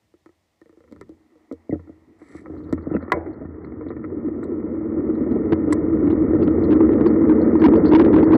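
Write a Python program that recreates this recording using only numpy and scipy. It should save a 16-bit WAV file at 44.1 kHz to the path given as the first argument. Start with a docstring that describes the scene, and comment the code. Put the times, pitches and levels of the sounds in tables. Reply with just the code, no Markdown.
"""Rough asphalt shakes a bicycle and its camera mount ever harder as it gathers speed on a forest road.
At the start the freewheel clicks, the bike knocks under the rider, two faint chirps fall in pitch, a
hand slides on the grip and another bicycle whirrs past. The chain clacks into gear and jingles, grit
pops under the tyres and wind rises over a thin hiss. At speed, hard bumps overload the microphone
with a gritty rasp that pulses with the mount's hum."""
import sys
import numpy as np
from scipy import signal
from scipy.fft import rfft, irfft, next_fast_len
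from scipy.io import wavfile
from scipy.ndimage import uniform_filter1d

SR = 44100
rng = np.random.default_rng(int(sys.argv[2]) if len(sys.argv) > 2 else 0)


def waveform_to_disk(signal):
    """Save audio, clipped to [-1, 1], as 16-bit WAV at the path in sys.argv[1]."""
    frames = np.transpose(np.atleast_2d(signal))
    scaled = np.clip(frames, -1, 1) * 32767
    samples = np.round(scaled).astype(np.int16)
    wavfile.write(sys.argv[1], SR, samples)


N = 369116

T = np.arange(N) / SR

# Resonances: f/Hz, width/Hz, level/dB
MOUNT_MODES = [(189.3, 39, -19.5), (231.4, 23, -6.5), (268, 13, -9), (316.1, 22, 0), (355.5, 76, -13),
               (442.8, 31, -12), (500, 36, -20.5), (566.4, 24, -21), (616, 9.3, -39.5)]  # hum of the camera mount
FRAME_MODES = [(75.7, 19, -3), (91, 15, -0.5), (102, 15, -17), (131, 13, -8), (172, 50, -8.5)]  # rumble of the frame on its tyres
CASE_MODES = [(800, 140, -1), (1001, 67, 6), (1180, 88, 3.5), (1303, 100, 6.5), (1830, 80, 0),
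              (2026, 120, -4), (2220, 87, -10)]  # buzz of the camera case
SMALL_PART_MODES = [(3120, 180, -3), (4150, 740, 0), (5770, 510, -5), (7800, 460, -2), (10250, 470, -13)]  # tick of its small hard parts
RASP_MODES = [(744, 230, 4), (940, 480, 6), (1290, 200, -5), (1930, 150, -8.5), (2670, 440, -13.5),
              (3320, 550, -19.5), (4500, 310, -20)]  # colour of the overload rasp
BOUNCE_MODES = [(85, 5.3, 0.5), (132, 44, -13), (166, 23, -9.5)]  # thud of the bike on its tyres after a blow
LINK_HIGH_MODES = [(7800, 600, 0)]  # top sparkle of the chain
# Clink of the chain links: ratio to the main ring, width/Hz, level/dB
LINK_MODES = [(0.633, 220.3, -2), (.79, 200, 0.5), (1, 280, 14), (1.09, 160, 3.5), (1.36, 413, -14.5)]
# Metallic ring of the drivetrain: f/Hz, level/dB, t60/s
DRIVETRAIN_MODES = [(333, -16, 0.67), (425, 2.5, 0.041), (448, -28, 0.52), (565, -23, 0.61),
                    (598, -10.5, 0.12), (640, -28, 1), (704, -27.5, 0.46), (760, -22.5, 0.44),
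                    (836, -29, 0.62), (1004, 3, 0.064), (977, -24.5, 0.4), (1099, 5, 0.043),
                    (1383, 4.5, 0.018), (1400, -13, 0.085), (1670, -1, 0.035), (1992, 8, 0.027),
                    (2050, -22, 0.15), (2226, -21, 0.16)]

# Level rides: t/s, level/dB
SHAKE_RIDE = [(0, -76), (.65, -79), (.93, -50), (1.2, -58), (1.65, -58.5), (1.88, -49.5), (2.12, -59),
              (2.36, -45), (2.58, -33), (3.2, -37.5), (3.5, -35.5), (4.05, -30), (4.3, -26), (5.2, -21),
              (6.1, -17), (7.2, -13), (8.37, -11.5)]  # road shake: standing, creeping, rolling off, ever faster
RUMBLE_RIDE = [(0, -72), (.7, -78), (1.0, -52), (1.4, -88), (1.9, -60.5), (2.2, -66), (2.65, -39.5),
               (3.1, -46.5), (3.55, -42), (4.1, -39.5), (4.5, -41), (6.45, -26.5), (7.2, -30.5),
               (8.37, -28)]  # frame rumble, swelling on uneven road
GRIT_RIDE = [(2.45, -56.5), (2.8, -47), (3.08, -44.5), (3.35, -57), (3.85, -52), (4.6, -60.5), (8.37, -50)]  # grit, crunchiest under slow, loaded tyres
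WIND_RIDE = [(0, -83), (2, -72), (3, -51.5), (3.6, -55), (4.5, -60.5), (5.5, -54.5), (7, -44.5),
             (8.37, -35.5)]  # wind past the microphone
HISS_RIDE = [(0, -73), (2.4, -75), (2.6, -74), (3.0, -86), (8.37, -91.5)]  # background hiss

# Noise colours: f/Hz, level/dB
TYRE_EQ = [(100, -9), (400, -2), (700, 4.5), (1250, -0.5), (1600, -14), (1900, 3), (2300, -6.5),
           (3000, -29), (16000, -46)]  # the other bicycle's tyres
WIND_EQ = [(20, -9.5), (50, 13.5), (120, -4), (300, 0.5), (600, 7), (1200, -2), (2100, -8), (2700, -71),
           (6000, -78.5), (16000, -79.5)]  # dark rush of wind
HISS_EQ = [(100, 6), (500, 12), (750, 9), (1150, 3.5), (1550, -2), (1900, 7), (2400, 2), (5000, -1.5),
           (8000, -5), (11000, -11.5), (15000, -11.5)]  # thin hiss

# Larger bumps in the road: t/s, length/s, mount swing/dB, rasp/dB
BUMP_CUES = [(2.074, 0.055, -48, -92), (3.259, 0.049, -25, -69), (4.117, 0.017, -21, -71),
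             (4.167, .01, -19, -70), (4.245, 0.042, -18, -69), (4.517, 0.013, -17, -67.5),
             (4.966, 0.035, -15.5, -70), (5.089, 0.02, -12.5, -62.5), (5.206, 0.016, -13, -58),
             (5.308, 0.015, -11.5, -47), (5.35, 0.019, -13.5, -63), (5.447, 0.011, -15, -55),
             (5.52, 0.013, -7.5, -23), (5.675, 0.0089, -10.5, -62), (5.702, 0.027, -10.5, -40),
             (5.925, 0.026, -11, -68.5), (6.023, 0.043, -11.5, -68), (6.073, 0.0034, -5.5, -37.5),
             (6.099, 0.013, -12.5, -33), (6.126, 0.003, -4.5, -41.5), (6.208, 0.02, -10, -66),
             (6.332, 0.0035, -6, -51), (6.344, 0.0095, -8, -57), (6.414, 0.0097, -9, -38),
             (6.426, .005, -8, -29.5), (6.475, 0.0065, -5.5, -28.5), (6.706, 0.015, -7.5, -28),
             (6.719, .006, -5, -31), (6.726, 0.0097, -8, -27), (6.751, 0.021, -7, -50),
             (6.803, 0.0068, -1.5, -35), (6.818, 0.037, -7, -50), (6.889, 0.0039, -4.5, -45),
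             (6.915, 0.0033, -5.5, -37), (6.924, .014, -11, -36), (7.007, 0.0059, -4.5, -32.5),
             (7.059, 0.0097, -3.5, -30), (7.236, .007, -6, -52), (7.293, 0.0065, -3, -31.5),
             (7.307, .016, -5, -39), (7.551, 0.0049, -2.5, -40), (7.616, 0.0099, -3.5, -27),
             (7.631, 0.0039, -5, -29), (7.638, 0.027, 0.5, -19), (7.682, 0.0039, -1, -29.5),
             (7.721, 0.0065, -4.5, -44), (7.734, .007, -1.5, -29.5), (7.753, 0.0079, -4, -29),
             (7.848, 0.0067, -3.5, -26), (7.911, 0.0055, -4.5, -30), (7.919, 0.0065, 0, -23.5),
             (7.932, 0.0065, 0.5, -21), (7.948, .015, 1.5, -14.5), (7.982, 0.0064, -7, -26.5),
             (7.994, 0.0084, 1, -20.5), (8.01, 0.013, -5.5, -26), (8.047, 0.0056, -6, -27),
             (8.058, 0.0049, -3.5, -29), (8.079, 0.0052, -3.5, -41.5), (8.129, .005, -6.5, -27),
             (8.138, 0.008, -1.5, -26), (8.158, 0.0071, 0, -24.5), (8.175, 0.027, -6.5, -30.5),
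             (8.226, 0.0074, -1.5, -28.5), (8.305, 0.0053, -3, -36), (8.32, 0.0065, -4, -26.5),
             (8.329, 0.0083, -.5, -25), (8.34, 0.0035, -2.5, -23), (8.351, 0.0044, -1, -25.5)]
# Knocks of the bike: t/s, level/dB, weight (frame send)/dB, hardness (case send)/dB, struck part f/Hz
KNOCK_CUES = [(1.513, -20.5, -27, -15.5, 276), (1.694, -16.5, -8, -31, 276), (1.725, -12.5, -3, -31, 309),
              (1.734, -25.5, -7.5, -16, 250), (1.755, -24, -6, -30, 310), (1.794, -40, 6, -4, 460),
              (1.873, -40, -12, -10, 326), (1.894, -31, -8, -21, 296), (2.216, -35, -14, -9, 323),
              (2.349, -29.5, -3.5, -10, 325), (2.459, -34.5, -2, 2.5, 522), (2.498, -26, -3.5, -33, 312),
              (2.536, -26, -29.5, -30, 323), (2.726, -9.5, -7, -14, 272), (2.778, -27, -25, -1, 232),
              (2.869, -16.5, -5.5, -29, 280), (2.912, -16.5, -1, -23, 326), (2.938, -17, -15, -19, 323),
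              (2.948, -9, -33, -21.5, 222), (2.965, -15.5, -3, -6, 274), (3.026, -22.5, -13, -11, 242),
              (3.08, -25.5, -13, -10, 356), (3.099, -36, -5, 8, 343), (3.134, -17.5, -1.5, -5, 370),
              (3.169, -18.5, -15, -18, 457), (3.263, -25, -27, -7, 374), (3.412, -22.5, -13, -17, 286),
              (3.416, -30.5, -30, -20, 640), (3.45, -28, 1.5, -5.5, 330), (3.645, -42, -24, 8.5, 237),
              (3.67, -36, -16.5, -6, 335), (3.72, -27.5, -17, -11, 327), (3.81, -24.5, -16, -12, 442),
              (3.827, -36, -17, -3.5, 330), (3.865, -22, -20, -13, 280), (3.885, -38, -21, -2.5, 297),
              (3.904, -20, -27, -9, 331), (3.965, -31, -5.5, -2, 313), (4.041, -28.5, -20.5, 1, 247),
              (4.43, -30.5, -32.5, 1.5, 316), (5.523, -13, 2, -8, 325)]
# Gear clacks: t/s, level/dB, chatter/dB, shudder/dB, crack/dB (these three relative to the level),
# chatter tilt/(dB per octave), chatter decay/s
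GEAR_CUES = [(3.1197, -1, -26.5, -26, -21, -9, 0.0056), (5.725, -14.5, -7.5, -35, -41.5, 11.5, 0.0058)]
# Clicks of pawls and levers: t/s, level/dB, hardness (case send)/dB, struck part f/Hz
PAWL_CUES = [(0.139, -41.5, -14, 346), (0.26, -39, -1.5, 333), (0.291, -43.5, -8, 347),
             (0.615, -38.5, -5.5, 334), (.658, -41.5, -10, 456), (0.694, -41, -8, 333),
             (0.727, -44.5, -13, 446), (0.772, -40, -17, 343), (0.805, -41.5, -8, 460),
             (0.839, -42.5, -9, 500), (0.877, -51, 0, 478), (0.914, -33, -23, 231),
             (0.924, -29.5, -13.5, 292), (.962, -41, -5, 300), (1.012, -29.5, -3, 386),
             (1.093, -30, -24, 321), (1.118, -40, -29, 334), (1.318, -48.5, -16, 340),
             (1.355, -43, -13, 470), (1.525, -23.5, -26, 465), (2.727, -15.5, -26.5, 343)]
# Jingles of the slack chain: t/s, level/dB, main ring f/Hz, relative level of the high ring/dB
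JINGLE_CUES = [(2.575, -63, 4200, -30), (2.635, -61, 3900, -30), (2.69, -61, 4400, -30),
               (2.819, -62.5, 4250, -30), (3.02, -62, 4170, -40), (3.328, -63.5, 4250, -30),
               (3.644, -59, 4120, -32), (3.882, -55.5, 3770, -37), (4.435, -54, 4000, 3),
               (5.144, -60, 4000, -29), (5.314, -60.5, 4200, -26.5), (6.103, -49.5, 3750, -18.5),
               (6.425, -50, 4450, -39.5), (6.635, -47.5, 4150, -42), (6.729, -56, 4050, -36),
               (7.064, -44.5, 4400, -38.5), (7.414, -47.5, 4210, -33), (7.594, -50, 4500, -35),
               (7.76, -48.5, 4500, -34), (7.855, -38, 4240, -37), (7.876, -41, 4400, -42),
               (8.231, -51, 4500, -36), (8.346, -40.5, 4310, -35.5)]
# Faint falling chirps: t/s, length/s, level/dB, starting f/Hz
CHIRP_CUES = [(1.706, 0.046, -50.5, 2070), (2.938, 0.042, -55.5, 2720)]


def road():
    """Road texture hums in the mount, rumbles in the frame and buzzes in the case; bumps kick harder."""
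    shake_db, kicks = curve(SHAKE_RIDE), bump_kicks()
    hum, swing = mount(shake_db, kicks)
    rumble = amp(curve(RUMBLE_RIDE)) * shaken(FRAME_MODES, 220, spread_db=2.2, roughness=0.11)
    buzz_level = amp(-28.5 + 0.96 * shake_db) + amp(-44.5) * kicks
    buzz = buzz_level * shaken(CASE_MODES, 280, spread_db=2.1, roughness=0.9)
    return lowpass(hum + rumble, 1100) + lowpass(buzz, 2400, order=8) + overload_rasp(swing)


def bump_kicks():
    """Envelope of the swing from the larger bumps; where they overlap, the strongest wins."""
    kicks = np.zeros(N)
    for s, length, db, _ in BUMP_CUES:
        kick = amp(db) * surge(length)
        under_way = kicks[round(s * SR):][:len(kick)]
        add(kicks, s, np.maximum(kick[:len(under_way)] - under_way, 0))
    return kicks


def mount(shake_db, kicks):
    """The mount sways on the road. Returns its sound and its main swing, levelled to about 1."""
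    main_hz, main_width_hz, limit_db = 318.3, 90, -5.5
    small_bumps_per_s, small_bump_db = 12, -8
    modes = shaken(MOUNT_MODES, 400, spread_db=2.5, roughness=0.92, window=3000)
    hz = np.fft.fftfreq(next_fast_len(N), 1 / SR)
    main_band = 2 * np.exp(-((hz - main_hz) / main_width_hz) ** 2)
    hum = np.fft.ifft(np.fft.fft(modes, len(hz)) * main_band)[:N]  # analytic: abs() is its envelope
    swing = hum.real / np.sqrt(abs(hum) ** 2 + 0.0089)
    small_bumps = triggers(small_bumps_per_s) * rng.random(N) * amp(small_bump_db)
    small_bumps = excite(small_bumps, surge(0.0044))
    other_modes = amp(2.5 + 0.092 * shake_db) * (modes - hum.real)  # these open up with speed
    sway = amp(shake_db - 2) * (hum.real + other_modes + small_bumps * swing)
    reach = abs(signal.hilbert(sway, len(hz))[:N])
    # a soft limit holds the steady hum back from overload; the larger bumps bypass it
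    gain = soft_limit_gain(reach, amp(limit_db), knee=8)
    top_up = np.maximum(kicks - uniform_filter1d(gain * reach, size=130), 0)
    return gain * sway + top_up * swing, swing


def overload_rasp(swing):
    """A gritty overload rasp on hard bumps, pulsing with each half swing of the hum."""
    attack_s, fuzz_s, uneven_db, bright_db = 0.002, 0.0007, 3, -20
    drive, onsets = np.zeros(N), np.zeros(N)
    for s, length, _, db in BUMP_CUES:
        add(drive, s, amp(db) * surge(length, attack_s, release_s=0.0026))
        add(onsets, s + attack_s, amp([db]))
    crossings = np.diff(np.sign(swing), prepend=0) / 2
    pulses = crossings * amp(uneven_db * np.clip(rng.standard_normal(N), -2, 2) - 4)
    fuzz = amp(-16) * rng.standard_normal(N) * excite(abs(pulses), np.exp(-T[:SR // 200] / fuzz_s))
    rasp = excite(onsets + drive * (pulses + fuzz), ring(RASP_MODES))
    dull = signal.oaconvolve(rasp, signal.firwin(101, 4100, fs=SR), "same")
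    brightness = np.minimum(drive / amp(bright_db), 1)  # only the hardest bumps keep their edge
    return lowpass(dull + brightness * (rasp - dull), 5500, order=8)


def knocks():
    """The bike knocks as it takes the rider's weight and starts to roll."""
    out = np.zeros(N)
    for s, db, weight, hardness, hz in KNOCK_CUES:
        knock = blow(hz, tilt_db=11.5, mount_db=-2.5, part_db=-4.5, overtone_db=-18.5,
                     frame_db=weight, case_db=hardness, scrape_db=2)
        add(out, s, amp(db) * knock)
    return out


def gears():
    """The chain drops onto a sprocket: a crack, a chatter of contacts, ringing metal and a shudder."""
    out, t = np.zeros(N), np.arange(SR * 3 // 4) / SR
    attack_s, crack_s, shudder_t60 = 0.00081, 0.0034, 0.52
    shudder = noise([(100, -24), (330, 0), (470, 0.5), (780, -4.5), (950, -20), (1400, -17.5),
                     (2200, -26), (2800, -56.5), (16000, -104)])[:len(t)]
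    crack = noise([(100, 0), (2500, 5), (5000, -9), (16000, -28)])[:len(t)] * np.exp(-t / crack_s)
    for s, db, chatter_db, shudder_db, crack_db, tilt_db, decay_s in GEAR_CUES:
        metal = sum(amp(mode_db - 60 * t / t60) * np.sin(2 * np.pi * (hz * t + rng.random()))
                    for hz, mode_db, t60 in DRIVETRAIN_MODES)
        metal *= 1 - np.exp(-t / attack_s)
        clack = metal / abs(metal).max()
        add(clack, 0, amp(chatter_db) * chatter(SMALL_PART_MODES, decay_s, tilt_db))
        clack += amp(crack_db) * crack + amp(shudder_db - 60 * t / shudder_t60) * shudder
        add(out, s, amp(db) * clack)
    return out


def freewheel():
    """Pawls and levers click: a light blow with a dry snap and a tick of the small parts."""
    out = np.zeros(N)
    snap_hz, snap_width_hz = 6000, 5200
    for s, db, hardness, hz in PAWL_CUES:
        click = blow(hz, tilt_db=12.5, mount_db=-4.5, part_db=-8.5, overtone_db=-32,
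                     frame_db=-15.5, case_db=hardness, scrape_db=-3)
        add(out, s, amp(db) * click)
        tick = scraped(ring(SMALL_PART_MODES, scatter_db=2.2), scrape_db=-3)
        tick += amp(-1) * ring([(snap_hz, snap_width_hz, 0)])
        add(out, s, amp(4 + 1.53 * db + 0.52 * hardness) * tick)  # strong, hard clicks tick more
    return out


def blow(hz, tilt_db, mount_db, part_db, overtone_db, frame_db, case_db, scrape_db):
    """One hit rings the struck part, mount, frame and case; tilt_db favours the mount's upper modes."""
    part = [(hz, 24, 0), (hz * 2.253, 40, overtone_db)]
    body = amp(mount_db) * ring(MOUNT_MODES, tilt_db, scatter_db=2.2) + amp(part_db) * ring(part)
    thud = amp(frame_db - 4) * lowpass(ring(BOUNCE_MODES, size=32768), 400, order=2)
    case = scraped(ring(CASE_MODES, tilt_db=6.5, scatter_db=2.2), scrape_db)
    add(thud, 0, lowpass(body, 810) + amp(case_db) * lowpass(case, 2200, order=6))
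    return thud


def scraped(sound, scrape_db, slips_per_s=900, decay_s=0.0064):
    """Parts scrape as they meet: a first contact with a short, rough tail."""
    t = np.arange(SR // 16) / SR
    slips = triggers(slips_per_s, len(t)) * rng.standard_normal(len(t)) * np.exp(-t / decay_s)
    force = amp(scrape_db) * slips / (np.linalg.norm(slips) + 1e-9) + (t == 0)
    return excite(sound, force / np.linalg.norm(force))


def chain():
    """Slack links clink against each other on rough ground and at each hard knock."""
    clinks, sparkle = np.zeros(N), np.zeros(N)
    for s, db, hz, high_db in JINGLE_CUES:
        add(clinks, s, amp(db) * chatter(links(hz), decay_s=0.01, swell_s=0.0017, contacts_per_s=6400))
        add(sparkle, s, amp(db + high_db) * chatter(LINK_HIGH_MODES, decay_s=0.006))
    for s, db, _, hardness, _ in KNOCK_CUES:
        jingle = chatter(links(4000 * rng.uniform(1.0, 1.1)), decay_s=0.005, contacts_per_s=2200)
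        add(clinks, s, amp(db + hardness - 43) * jingle)
    return lowpass(clinks, 5400, order=8) + lowpass(sparkle, 8600, order=8)


def links(hz):
    """The modes of chain links whose main ring is at hz."""
    return [(ratio * hz, width, db) for ratio, width, db in LINK_MODES]


def grit():
    """Once the tyres roll, grains of grit pop under them in clumps and tick through the case."""
    start_s, pops_per_s, clump_db, spread_db = 2.45, 180, 8.5, 2.5
    clumps = noise([(1, 0), (15, 0), (40, -20), (150, -90)])
    rate = pops_per_s * amp(clump_db * np.clip(clumps, -2, 1.5)) * (T > start_s)
    pops = triggers(rate) * amp(curve(GRIT_RIDE) + spread_db * np.minimum(rng.exponential(1, N), 3))
    return lowpass(excite(pops, ring(CASE_MODES, tilt_db=5)), 1900, order=8)


def chirps():
    """Two faint, short, rough chirps that sag in pitch."""
    sag_hz_per_s, roughness_hz, attack_s = 8000, 150, 0.004
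    out, t = np.zeros(N), np.arange(SR // 10) / SR
    for s, length, db, hz in CHIRP_CUES:
        cycles = np.cumsum(hz - sag_hz_per_s * t) / SR
        rough = lowpass(rng.standard_normal(len(t)), roughness_hz)
        envelope = np.minimum(t / attack_s, 1) * np.clip(1 - (t / length) ** 2, 0, 1)
        add(out, s, amp(db) * envelope * evened(rough * np.sin(2 * np.pi * cycles)))
    return out


def grip():
    """A hand slides on the grip, presses harder and lets go; its slips rustle in case and small parts."""
    start_s, peak_s, release_s = 2.19, 2.385, 0.023
    rustle = shaken(CASE_MODES, 440, spread_db=3.2, roughness=1, tilt_db=18)
    fizz = shaken(SMALL_PART_MODES, 340, spread_db=3.6, roughness=0.95, tilt_db=7)
    press = (T > start_s) * amp(np.interp(T, [start_s, peak_s], [-67, -52.5]))
    release = np.exp(-np.maximum(T - peak_s, 0) / release_s)
    return press * release * (rustle + amp(-11.5) * fizz)


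def overtaker():
    """The tyres of another bicycle whirr softly as it passes and draws away."""
    nearest_s, nearest_m, faster_m_per_s, nearest_db = 1.8, 2.2, 3.4, -68
    distance = np.hypot(nearest_m, faster_m_per_s * (T - nearest_s))
    return amp(nearest_db) * (nearest_m / distance) ** 2 * noise(TYRE_EQ)


def air():
    """Wind builds with speed and buffets in lumps, over a thin bed of hiss."""
    gust_db = 5 * np.tanh(noise([(1, 0), (12, -3), (40, -25), (150, -90)]))
    wind = amp(curve(WIND_RIDE) + gust_db) * noise(WIND_EQ)
    return wind + amp(curve(HISS_RIDE)) * noise(HISS_EQ)


def shaken(modes, hits_per_s, spread_db, roughness, tilt_db=0, window=4000):
    """Resonances driven by a surface: separate hits of uneven size plus fine, steady roughness."""
    hits = triggers(hits_per_s) * amp(spread_db * np.minimum(rng.exponential(1, N), 4))
    force = evened(hits * rng.choice([-1, 1], N)) + roughness * rng.standard_normal(N)
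    texture = excite(force, ring(modes, tilt_db))
    slow_power = uniform_filter1d(uniform_filter1d(texture ** 2, size=window), size=window // 4)
    return texture / np.sqrt(abs(slow_power) + 1e-12)  # level the swells, keep the flutter


def chatter(modes, decay_s, tilt_db=0, swell_s=0, contacts_per_s=8000):
    """A quick cluster of tiny contacts rings the modes and dies away; peak 1."""
    t = np.arange(SR // 10) / SR
    contacts = triggers(contacts_per_s, len(t)) * rng.standard_normal(len(t))
    attack = np.minimum((t + 1e-9) / (swell_s + 1e-9), 1)
    contacts *= attack * np.exp(-((t - swell_s) / decay_s) ** 2 / 2)
    burst = excite(contacts, ring(modes, tilt_db, size=2048))
    return burst / (abs(burst).max() + 1e-12)


def ring(modes, tilt_db=0, scatter_db=0, size=8192):
    """Impulse response of modes, peak 1, tilted by tilt_db per octave, with random level scatter."""
    hz, width, db = np.transpose(modes)[:, :, None]
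    db = db + tilt_db * np.log2(hz / hz[0]) + scatter_db * rng.standard_normal(hz.shape)
    f = np.fft.rfftfreq(size, 1 / SR) + 1
    detune = (f ** 2 - hz ** 2) / (2 * f * width)
    power = ((amp(db) / (1 + detune ** 2)) ** 2).sum(0)
    # minimum phase puts the attack right at the front
    cepstrum = irfft(np.log(power / power.max() + 1e-10) / 2)
    cepstrum[1:size // 2] *= 2
    cepstrum[size // 2 + 1:] = 0
    response = irfft(np.exp(rfft(cepstrum)))[:size // 2]
    return response / abs(response).max()


def surge(length, attack_s=0.003, release_s=0.008):
    """Attack, hold and release of one bump."""
    t = np.arange(SR // 8) / SR
    return np.minimum(t / attack_s, 1) * np.exp(-np.maximum(t - length, 0) / release_s)


def noise(colour):
    """Steady noise of rms 1, coloured by rows of f/Hz, level/dB."""
    hz, db = np.transpose(colour)
    size = next_fast_len(N)
    gain = amp(np.interp(np.log(np.fft.rfftfreq(size, 1 / SR) + 1), np.log(hz), db))
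    return evened(irfft(rfft(rng.standard_normal(size)) * gain, size)[:N])


def triggers(per_s, size=N):
    return rng.random(size) < per_s / SR


def excite(force, response):
    return signal.oaconvolve(force, response)[:len(force)]


def soft_limit_gain(x, ceiling, knee):
    return (1 + abs(x / ceiling) ** knee) ** (-1 / knee)


def lowpass(x, hz, order=4):
    return signal.sosfilt(signal.butter(order, min(hz, SR * .45), fs=SR, output="sos"), x)


def amp(db):
    return 10 ** (np.asarray(db) / 20)


def evened(x):
    return x / np.sqrt(np.mean(x ** 2) + 1e-20)


def curve(rows, column=1):
    """One column of a table, joined by straight lines in time."""
    rows = np.asarray(rows)
    return np.interp(T, rows[:, 0], rows[:, column])


def add(mix, s, sound):
    part = mix[max(round(s * SR), 0):][:len(sound)]
    part += sound[:len(part)]


def scene():
    """Everything reaches one microphone through the bike or the air."""
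    bed = road() + grit() + air() + overtaker()
    return (bed + grip() + freewheel() + knocks() + chirps() + gears() + chain())[None]


def record(dry):
    """The microphone overloads with a dull rasp; its circuit turns the phase and trims bass and top."""
    rasp_hz, allpass_hz, low_cut_hz, high_cut_hz = 2600, 135, 44, 15500
    excess = dry - dry * soft_limit_gain(dry, ceiling=0.48, knee=9)
    driven = dry - signal.oaconvolve(excess, signal.firwin(81, rasp_hz, fs=SR)[None], "same")
    pole = np.exp(-2 * np.pi * allpass_hz / SR)
    turned = signal.lfilter([pole, -1], [1, -pole], driven)
    trimmed = signal.sosfilt(signal.butter(3, low_cut_hz, "high", fs=SR, output="sos"), turned)
    fade_out = np.minimum((N - np.arange(N)) / 200, 1)
    high_cut = signal.firwin(255, high_cut_hz, window=("kaiser", 9), fs=SR)
    return signal.oaconvolve(trimmed * fade_out, high_cut[None], "same")


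dry = scene()
out = record(dry)
waveform_to_disk(out)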